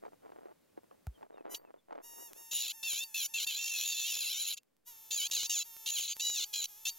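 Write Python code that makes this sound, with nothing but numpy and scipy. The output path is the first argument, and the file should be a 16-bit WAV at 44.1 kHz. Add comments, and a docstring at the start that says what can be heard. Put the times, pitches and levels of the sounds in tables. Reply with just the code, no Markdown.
"""Burr of a battery etching pen engraving a tin can lid, outdoors, close: two strikes a turn ring the lid's modes.
Strokes slow the motor, and its whine fades with drag; between them it runs free. One rotor times both.
The bit rings on after each lift. Fingers rub and slip in filtered grains and clicks; faint sine squeaks fall.
Also one knock (click, sinking thud), small dry ticks and a coloured hiss."""
import sys
import numpy as np
from scipy import signal
from scipy.fft import rfft, irfft, next_fast_len
from scipy.io import wavfile
from scipy.ndimage import uniform_filter1d

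SR = 44100
rng = np.random.default_rng(int(sys.argv[2]) if len(sys.argv) > 2 else 0)


def inscribe(sig):
    """Save sig as 16-bit PCM at rate SR to the path in sys.argv[1].

    A 1-D sig is mono; a 2-D sig holds one channel per row.
    Samples are clipped to [-1, 1] before scaling.
    """
    pcm = np.round(np.clip(np.atleast_2d(sig).T, -1, 1) * 32767)
    wavfile.write(sys.argv[1], SR, pcm.astype(np.int16))


N = 307818
T = np.arange(N) / SR
SIZE = next_fast_len(N + 8192)
FREQ_HZ = np.maximum(np.arange(SIZE // 2 + 1) * SR / SIZE, 1)

# background hiss: t/s, relative level/dB
AIR_LEVEL = [(0, -72), (.6, -74), (1.22, -72.5), (1.27, -78.5), (6.98, -87)]
# hiss spectrum: f/Hz, gain/dB
AIR_COLOUR = [(18, -61), (30, -21), (184, -11.5), (303, -9.5), (364, -15), (540, -13), (666, -18.5),
              (2830, -26), (5310, -29), (16000, -29.5)]
# further filter on the side signal of the hiss: f/Hz, gain/dB
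AIR_SIDE_COLOUR = [(100, -11.5), (380, 7.0), (700, 4.5), (1300, -9.0), (15000, -3)]
# loudest dry ticks: t/s, peak/dB
TICKS = [(2.333, -26), (2.533, -21.5), (2.8337, -24.5), (2.9333, -21.5), (4.0, -26), (4.1658, -23.5),
         (4.6332, -46), (4.767, -52), (5.3, -28.5), (5.3667, -24), (5.433, -20), (5.7667, -27.5),
         (5.999, -24.5), (6.167, -23.5), (6.3, -19.5)]
# click of the knock: f/Hz, gain/dB
CLICK_COLOUR = [(200, -1), (800, 7.5), (2000, -4), (15000, -33)]
# falling squeaks as the pen is picked up: start/s, length/s, start f/Hz, level/dB
SQUEAKS = [(1.135, 0.048, 3340, -67), (1.325, .05, 3890, -72.5), (1.34, 0.093, 2950, -71),
           (1.64, 0.058, 2800, -73), (1.776, .035, 3650, -72.5)]
# fingers rubbing on can and pen: start/s, length/s, relative level/dB
RUBS = [(0.016, 0.082, -58.5), (0.115, 0.037, -63.5), (0.214, 0.32, -62), (0.762, .04, -65.5),
        (0.82, 0.037, -65), (0.905, 0.056, -66), (1.16, .12, -63.5), (1.29, 0.434, -63.5),
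        (1.736, 0.058, -68), (1.439, 0.11, -56), (1.881, 0.14, -57), (2.0, 0.45, -69.5),
        (2.168, 0.067, -59)]
# fingers catching and slipping: t/s, relative peak/dB, nominal f/Hz
SLIPS = [(0.051, -47.5, 730), (0.061, -45, 666), (0.319, -49, 587), (0.455, -45, 547), (0.774, -45, 483),
         (0.911, -52, 626), (1.229, -46.5, 614), (1.343, -49.5, 464), (1.38, -50, 657), (1.407, -46, 484),
         (1.464, -48, 690), (1.741, -50, 582), (1.908, -46.5, 884), (1.926, -43, 710), (1.954, -42.5, 580)]
# skin grain spectrum: f/Hz, gain/dB
SKIN_COLOUR = [(71, -74.5), (120, -39), (221, -6), (452, 1.5), (537, -2), (678, -1), (1270, -15.5),
               (2560, -32), (5000, -47.5), (6500, -98.5), (11000, -120)]
# motor switched on: on/s, off/s, looseness of the bit in its chuck/0-1
RUNS = [(1.485, 1.59, .7), (2.01, 4.6, .1), (4.84, 7.05, .38)]
# free-running motor, two beats a turn: t/s, beat rate/Hz, relative whine level/dB
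FREE_RUN = [(1.53, 1000, -48), (2.0, 813, -58), (2.045, 948, -54), (2.18, 924, -54), (2.21, 955, -51.5),
            (2.27, 932, -52.5), (2.325, 793, -65), (2.38, 928.5, -53.5), (2.51, 912, -56), (2.8, 878, -54),
            (3.11, 852, -56.5), (3.4, 894, -55.5), (4.84, 879, -60), (4.879, 981.4, -51.5),
            (4.94, 902, -56), (5.1, 875.7, -56.5), (5.68, 898.6, -53.5), (5.85, 888.2, -52.5),
            (6.73, 809.4, -55), (6.8, 878, -55.5)]
# motor in the long stroke, hand working to and fro: t/s, beat rate/Hz
SCRIBBLE = [(3.5, 891), (3.535, 757), (3.6, 898), (3.69, 924), (3.75, 862), (3.815, 827.4), (3.86, 914),
            (3.91, 939), (3.945, 858), (3.98, 906), (4.02, 858.5), (4.095, 969), (4.145, 824), (4.19, 900),
            (4.275, 640), (4.315, 820.5), (4.355, 714.6), (4.405, 814), (4.46, 632.4), (4.505, 809.4),
            (4.58, 487)]
# whine spectra, pen upright and laid over: f/Hz, gain/dB
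WHINE_UPRIGHT = [(500, -11.5), (930, -1.5), (1900, -11), (2800, -8.5), (3750, -11.5), (4700, -13.5),
                 (5650, -3), (7500, -2.5), (8400, -7), (10300, -0.5), (13200, -2), (15500, -12)]
WHINE_LAID = [(500, -12.5), (900, -5), (1800, -17.5), (2700, -15.5), (3600, -10.5), (4500, -14),
              (5400, -9.5), (7200, -6), (8400, -10.5), (11600, -4), (13500, -1.5), (15500, -17)]
# bit ringing off the lid: f/Hz, relative level/dB, t60/s
BIT_MODES = [(4590, -2.5, 0.095), (9280, -8, .11), (13600, -13.5, 0.21)]
# strokes of the burr: touch/s, lift/s, relative level/dB, relative top octave/dB, roughness light/0-1,
# roughness pressed/0-1, light beat rate/Hz, hardest press t/s, press half-length/s,
# pressed beat rate/Hz, bit ring at lift/dB
STROKES = [ (1.542, 1.555, -36, -15.5, 1, .6, 958, 1.557, 0.025, 869.9, -41),
           (2.509, 2.72, -37.5, -15.5, 0.61, 0.73, 952.4, 2.687, .038, 642, -70),
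           (2.826, 3.044, -37, -15.5, 0.35, 1, 928.3, 2.94, 0.057, 759, -36),
           (3.14, 3.268, -36, -13.5, .42, 0.59, 880, 3.255, 0.054, 741.4, -50),
           (3.335, 3.451, -36, -20, 0.48, 0.58, 908, 3.413, 0.033, 701.4, -46.5),
           (3.464, 4.546, -36.5, -17, 0.58, 0.72, 891, 4.45, 0.27, 720, -54),
           (4.566, 4.587, -42.5, -35.5, .9, 1, 616.6, 4.589, 0.028, 461.8, -77),
           (5.104, 5.275, -34.5, -18.5, .5, 0.12, 938.5, 5.215, 0.059, 747.5, -42),
           (5.309, 5.471, -34, -22.5, 0.51, .28, 987, 5.405, 0.052, 715.7, -39.5),
           (5.493, 5.631, -33.5, -26, 0.28, 0.48, 957, 5.613, 0.058, 660.3, -47),
           (5.857, 6.11, -35.5, -17.5, .55, 0.25, 955, 6.075, .1, 420, -70),
           (6.075, 6.135, -32.5, -33, .9, 1, 499.5, 6.095, .02, 440, -40),
           (6.194, 6.448, -34.5, -28.5, 0.26, 1, 976, 6.42, 0.049, 697, -41),
           (6.528, 6.66, -35, -17.5, 0.5, 0.92, 821, 6.652, .032, 531.4, -49),
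           (6.85, 6.903, -35, -19, 0.35, .4, 926, 6.854, 0.018, 866, -33.5)]
# lid modes: f/Hz, width/Hz, gain with pen upright/dB, gain with pen laid over/dB
LID_MODES = [(2714, 46, -2.5, -11.5), (3182, 250, -8.5, -8.5), (3586, 250, -8.5, -11),
             (4008, 163, -4, -0.5), (4534, 44, -11, -11.5), (4840, 48, -10, -7.5),
             (5347, 310, -11.5, -12.5), (5902, 134, -6, -7.5), (6410, 60, -7.5, 0), (6788, 65, 0, 0),
             (6910, 47, -5, -17), (9160, 70, 3.5, 3.5), (10780, 760, -15, -14.5), (11500, 3600, -27, -48),
             (12800, 300, -35, -19), (13030, 46, -11, -34), (15200, 2400, -26.5, -17)]
# phase between two microphones, sounds from hands and can: f/Hz, phase/rad
PORT_PHASE = [(80, 1), (200, 2.7), (700, 2.55), (1300, 1.7), (2400, .1), (4400, .1), (5300, .7), (7000, 1),
              (7600, 1.7), (8400, 2.8), (9250, 2.95), (10000, 1.5), (11200, 1.2), (12800, .1), (15500, 1.3)]

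REGRIP_S = 4.72  # pen upright before, laid over after
PRESSED_BELOW_HZ = 3400
TICKS_PER_S = 30
BUMP_S = 1.069
SQUEAK_FALL_PER_S = 2  # share of start pitch
HAND_ECHO_S = 0.00033
SPIN_UP_S, COAST_S = 0.032, 0.027
ATTACK_S, RELEASE_S = 0.0039, .008  # burr meets and leaves the lid
ACCENT_DB, ACCENT_S = 1.5, 0.011  # first strikes land harder
GRAB_S, RECOVER_S = 0.025, .03  # motor takes up and sheds the load
SURGE_HZ, SETTLE_S = 90.9, .032  # overshoot when freed
FULL_DRAG = 0.37  # share of speed lost under a firm press
STALL_DB = -21.5  # times squared share of speed lost
BITE_DB, GRAZE_DB, GRAZE_S = 5, 1, 0.0072  # top octave rise: firm press; touch and lift
TOP_HZ = 15900


def undb(db):
    """Decibels to gain."""
    return 10 ** (np.asarray(db) / 20)


def rms(x):
    """Root mean square."""
    return np.sqrt(np.mean(x ** 2))


def curve(rows, x, column=1):
    """One column of a table, linearly interpolated."""
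    rows = np.array(rows)
    return np.interp(x, rows[:, 0], rows[:, column])


def colour(x, points):
    """Filter by (f/Hz, gain/dB) points, interpolated over log frequency."""
    f_hz, db = np.transpose(points)
    gain = undb(np.interp(np.log(FREQ_HZ), np.log(f_hz), db))
    return irfft(rfft(x, SIZE) * gain, SIZE)[:N]


def resonance(f_hz, width_hz):
    """Response of one damped mode, unity at centre."""
    return 1 / (1 + 1j * (FREQ_HZ / f_hz - f_hz / FREQ_HZ) * f_hz / width_hz)


def bending(delay_s):
    """Bending-wave dispersion: high pitch travels faster; delay_s is the travel time at 4 kHz."""
    return np.exp(-4j * np.pi * delay_s * np.sqrt(4000 * FREQ_HZ))


def ports(spectrum):
    """Left and right signals: two microphones with a phase difference."""
    phase_rad = curve(PORT_PHASE, FREQ_HZ)
    return np.array([irfft(spectrum * np.exp(sign * .5j * phase_rad), SIZE)[:N] for sign in (1, -1)])


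def walk(rate_hz):
    """Slow chance: random levels held 1 / rate_hz and slewed; unit rms."""
    hold = max(int(SR / rate_hz), 1)
    steps = np.repeat(rng.standard_normal(N // hold + 1), hold)
    x = uniform_filter1d(steps, hold)[:N]
    return x / rms(x)


def pulses(times_s, sizes, order=8):
    """Sharp pulses placed between samples by a windowed sinc."""
    at = np.floor(times_s * SR).astype(int)[:, None] + np.arange(1 - order, order + 1)
    lag = at - times_s[:, None] * SR
    shape = np.sinc(lag) * np.cos(np.pi * lag / (2 * order)) ** 2
    return np.bincount(np.clip(at, 0, N - 1).ravel(), (shape * sizes[:, None]).ravel(), N)


def gate(start_s, end_s, attack_s, release_s):
    """Envelope: rises after start_s, holds at 1, back at 0 at end_s."""
    return np.clip(np.minimum((T - start_s) / attack_s, (end_s - T) / release_s), 0, 1)


def air(level_db=0):
    """Faint hiss, wide in the low middle: independent mid and side noise."""
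    mid, side = (colour(rng.standard_normal(N), AIR_COLOUR) for _ in range(2))
    side = colour(side, AIR_SIDE_COLOUR)
    return np.array([mid + side, mid - side]) / rms(mid) * undb(curve(AIR_LEVEL, T) + level_db)


def ticks(pressure, gain_db=0, faint_db=3, spread_db=4):
    """Small dry ticks, equal on both sides; fainter ones on an even grid while the burr cuts."""
    loud_s, loud_db = np.transpose(TICKS)
    grid_s = np.arange(1, int(T[-1] * TICKS_PER_S)) / TICKS_PER_S
    scatter = np.minimum(rng.standard_normal(len(grid_s)), 1.5)
    sizes = np.interp(grid_s, T, pressure) * undb(faint_db + spread_db * scatter)
    free_slot = np.abs(grid_s[:, None] - loud_s).min(axis=1) > .5 / TICKS_PER_S
    return pulses(loud_s, undb(loud_db + gain_db)) + pulses(grid_s, sizes * free_slot)


def bump(snap_db=-31, thud_db=-29, start_hz=150, end_hz=52, click_db=-41):
    """A knock: snap and noise click, then a low thud sinking in pitch."""
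    sag_s, rise_s, decay_s, click_s = .01, .0063, .014, .003
    age_s = np.maximum(T - BUMP_S, 0)
    turns = end_hz * age_s + (start_hz - end_hz) * sag_s * (1 - np.exp(-age_s / sag_s))
    thud = -np.sin(2 * np.pi * turns) * np.exp(-age_s / decay_s) * (1 - np.exp(-age_s / rise_s)) ** 2
    burst = rng.standard_normal(N) * np.exp(-age_s / click_s) * (age_s > 0)
    click = colour(burst, CLICK_COLOUR)
    snap = pulses(np.array([BUMP_S]), undb([snap_db]))
    return snap + undb(thud_db) * 2 * thud + undb(click_db) * click / np.abs(click).max()


def squeaks(waver=.01):
    """Thin, unsteady sine tones that sink a little."""
    unsteady = 1 + waver * walk(300)
    total = 0
    for start_s, length_s, f_hz, db in SQUEAKS:
        pitch_hz = f_hz * unsteady * (1 - SQUEAK_FALL_PER_S * (T - start_s))
        tone = np.sin(2 * np.pi * np.cumsum(pitch_hz) / SR)
        swell = gate(start_s, start_s + length_s, length_s / 2, length_s / 2)
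        total = total + undb(db) * swell * tone
    return total


def fingers(pressure, grains_per_s=500, spread_db=4.5, swell_s=0.015, rub_db=7, press_db=-28,
            slip_db=9, slip_width=0.54):
    """Skin creeps over metal and rubber in tiny slips; at times it catches and lets go with a soft click."""
    times_s = rng.uniform(0, N / SR, int(grains_per_s * N / SR))
    signs = rng.choice([-1, 1], len(times_s))
    sizes = undb(spread_db * np.minimum(rng.exponential(size=len(times_s)), 4))
    grains = colour(pulses(times_s, signs * sizes), SKIN_COLOUR)
    rubbing = sum(undb(db) * gate(s, s + length_s, swell_s, swell_s) for s, length_s, db in RUBS)
    # pressing the pen on makes the grip creak too
    sound = grains / rms(grains) * (rubbing * undb(rub_db) + pressure * undb(press_db))
    slip_s = .0035
    age_s = np.arange(SR // 40) / SR
    for slip_at_s, db, f_hz in SLIPS:
        edges_hz = [f_hz / (1 + slip_width), min(f_hz * (1 + slip_width / 2), SR / 3)]
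        band = signal.butter(2, edges_hz, "band", fs=SR, output="sos")
        click = signal.sosfilt(band, rng.standard_normal(len(age_s)) * np.exp(-age_s / slip_s))
        start = int(slip_at_s * SR)
        sound[start:start + len(age_s)] += undb(db + slip_db) * click / np.abs(click).max()
    return ports(rfft(sound, SIZE))


def motor():
    """Beat rate/Hz and share lost to drag: a stroke presses the motor down, a lift lets it surge and settle."""
    free_hz = curve(FREE_RUN, T)
    speed_hz = free_hz
    for touch, lift, _, _, _, _, light_hz, hardest, half_s, pressed_hz, _ in STROKES:
        press = np.exp(-((np.minimum(T, lift) - hardest) / half_s) ** 2)
        loaded_hz = light_hz + (pressed_hz - light_hz) * press
        surge_hz = SURGE_HZ * np.exp(-np.abs(T - lift) / SETTLE_S) * (T > lift)
        load = gate(touch, lift + RECOVER_S, GRAB_S, RECOVER_S)
        speed_hz = load * loaded_hz + (1 - load) * (speed_hz + surge_hz)
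    scribbling = (T > SCRIBBLE[0][0]) & (T < SCRIBBLE[-1][0])
    speed_hz = np.where(scribbling, curve(SCRIBBLE, T), speed_hz)
    return speed_hz, np.maximum(1 - speed_hz / free_hz, 0)


def rotor(speed_hz, flutter=0.0027):
    """Running beat count, beat times/s, and the side of the shaft giving each beat (+1, -1)."""
    phase = np.cumsum(speed_hz * (1 + flutter * walk(150))) / SR
    beats = np.arange(1, int(phase[-1]))
    return phase, np.interp(beats, phase, T), (-1.) ** beats


def whine(beats_s, side, drag, lopsided=0.5, level_db=1, echo=0.15, sway_s=1e-5, drag_db=-30, usual_db=-52):
    """Motor ticks on every beat through the plastic barrel, fainter under drag; looseness blurs lines to hiss."""
    loose_per_db, jitter_s, hiss = .07, 1.1e-5, .8
    db = curve(FREE_RUN, T, column=2) + drag_db * drag
    running = sum(gate(on, off, SPIN_UP_S, COAST_S) ** 2 for on, off, _ in RUNS)
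    looseness = sum(loose * ((T > on) & (T < off)) for on, off, loose in RUNS)
    # the bit blurs more as the motor falters
    blur = np.clip(looseness + loose_per_db * (usual_db - db), .1, .85)
    late_s = jitter_s * np.interp(beats_s, T, blur) * rng.standard_normal(len(beats_s))
    beat = pulses(beats_s + late_s, 1 + lopsided * side * (beats_s > REGRIP_S))
    shake = np.sqrt(1 - blur ** 2) * beat / rms(beat) + hiss * blur * rng.standard_normal(N)
    # the hollow of the hand reflects; as fingers shift, single lines swell and fade
    shake = shake + echo * np.interp(T - HAND_ECHO_S - sway_s * walk(6.6), T, shake)
    upright, laid = colour(shake, WHINE_UPRIGHT), colour(shake, WHINE_LAID)
    sound = np.where(T < REGRIP_S, upright / rms(upright), laid / rms(laid)) * running * undb(db)
    return undb(level_db) * ports(rfft(sound, SIZE) * bending(0.0018))


def bit_ring(level_db=0, rise_s=0.005):
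    """No longer damped by the lid, the bit rings briefly after each stroke."""
    age_s = np.arange(SR // 4) / SR
    modes = sum(undb(db) * np.sin(2 * np.pi * f_hz * age_s) * undb(-60 * age_s / t60_s)
                for f_hz, db, t60_s in BIT_MODES)
    ring = modes * (1 - np.exp(-age_s / rise_s))
    lifts_s = np.array([row[1] for row in STROKES]) - RELEASE_S
    lifts = pulses(lifts_s, undb([row[-1] + level_db for row in STROKES]))
    return ports(rfft(lifts, SIZE) * rfft(ring, SIZE))


def hand(drag, tremor_db=1.0):
    """Burr pressure, strike sharpness and bounce roughness, all following the drag."""
    firm = np.minimum(drag / FULL_DRAG, 1)
    pressure, sharpness, bounce = np.zeros((3, N))
    for touch, lift, db, top_db, light_rough, pressed_rough, *_ in STROKES:
        on = (T > touch) & (T < lift)
        accent_db = ACCENT_DB * np.exp(-(T[on] - touch) / ACCENT_S)
        graze = 1 - gate(touch, lift, GRAZE_S, GRAZE_S)[on]
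        push = gate(touch, lift, ATTACK_S, RELEASE_S)[on] * undb(db + accent_db + STALL_DB * drag[on] ** 2)
        pressure[on] = np.maximum(pressure[on], push)
        sharpness[on] = undb(top_db + BITE_DB * firm[on] + GRAZE_DB * graze)
        bounce[on] = light_rough + (pressed_rough - light_rough) * firm[on]
    return pressure * undb(tremor_db * walk(35)), sharpness, np.clip(bounce, 0, 1)


def burr(phase, beats_s, side, bounce, scatter_db=3.0, lopsided=0.39, chatter_db=4):
    """Burr force: a strike on every beat, a short scrape after it; the pen chatters in the hand."""
    jitter_s, chatter_s, scrape = 2.8e-5, 6e-5, .5
    rough = np.interp(beats_s, T, bounce)
    late, hard = rng.standard_normal((len(beats_s), 2)).T
    # a bouncing burr favours one side of the shaft for a while: lines at half the beat rate
    limp = lopsided * rough * side * np.interp(beats_s, T, walk(45))
    # the whole pen rebounds over several beats, tearing the harmonics
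    chatter = rough * np.interp(beats_s, T, walk(260))
    times_s = beats_s + jitter_s * (rough * late + 2 * limp) + chatter_s * chatter
    strikes = pulses(times_s, undb(scatter_db * rough * hard + chatter_db * chatter) * (1 + limp))
    grit = rng.standard_normal(N) * np.exp(-(phase % 1) / 1.2)
    force = strikes / rms(strikes) + scrape * bounce * grit / rms(grit)
    return force / np.sqrt(uniform_filter1d(force ** 2, SR // 40) + 1e-9)


def engraving(force, pressure, sharpness, drag, press_db=2, wander_db=4.0, level_db=0, top_db=13,
              edge_hz=2380, leak_db=-29):
    """The burr, pressed on in strokes, rings the lid in its modes."""
    # the small lid radiates hardly anything below its first mode
    highpass = signal.butter(6, edge_hz, "high", fs=SR, output="sos")
    radiation = signal.sosfreqz(highpass, FREQ_HZ, fs=SR)[1]
    body, top = 0, 0
    # laid over and pressed firmly, the burr drives the lowest modes harder
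    laid_press = np.minimum(drag / FULL_DRAG, 1) * (T > REGRIP_S)
    for f_hz, width_hz, upright_db, laid_db in LID_MODES:
        # the tip crosses nodes and crests: each mode swells and fades on its own
        mode_db = np.where(T < REGRIP_S, upright_db, laid_db) + wander_db * walk(30)
        mode_db = mode_db + press_db * laid_press * (f_hz < PRESSED_BELOW_HZ)
        drive = force * pressure * undb(mode_db)
        response = resonance(f_hz, width_hz) * radiation
        if f_hz < 8000:
            body = body + rfft(drive, SIZE) * response
        else:
            top = top + rfft(drive * sharpness * undb(top_db), SIZE) * response
    wall = undb(leak_db) * rfft(force * pressure, SIZE) * resonance(1503, 690)
    ring = irfft(body, SIZE)[:N]
    scale = rms(pressure) / rms(ring)
    # a lid that swings hard throws the burr off, so its power follows the hand's pressure
    supplied, swing = (uniform_filter1d(v ** 2, SR // 60) + 1e-6 for v in (pressure, scale * ring))
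    body = rfft(ring * np.sqrt(supplied / swing), SIZE)
    return ports((body + top + wall) * bending(.0012)) * scale * undb(level_db)


def scene():
    """One rotor drives whine and engraving; hands, knock, ticks and air are added."""
    speed_hz, drag = motor()
    pressure, sharpness, bounce = hand(drag)
    phase, beats_s, side = rotor(speed_hz)
    background = air() + ticks(pressure) + bump() + squeaks() + fingers(pressure)
    force = burr(phase, beats_s, side, bounce)
    pen = whine(beats_s, side, drag) + bit_ring() + engraving(force, pressure, sharpness, drag)
    return background + pen


def record(dry):
    """The recorder cuts the top: steep elliptic low-pass."""
    return signal.sosfilt(signal.ellip(10, .2, 70, TOP_HZ, fs=SR, output="sos"), dry)


dry = scene()
out = record(dry)
inscribe(out)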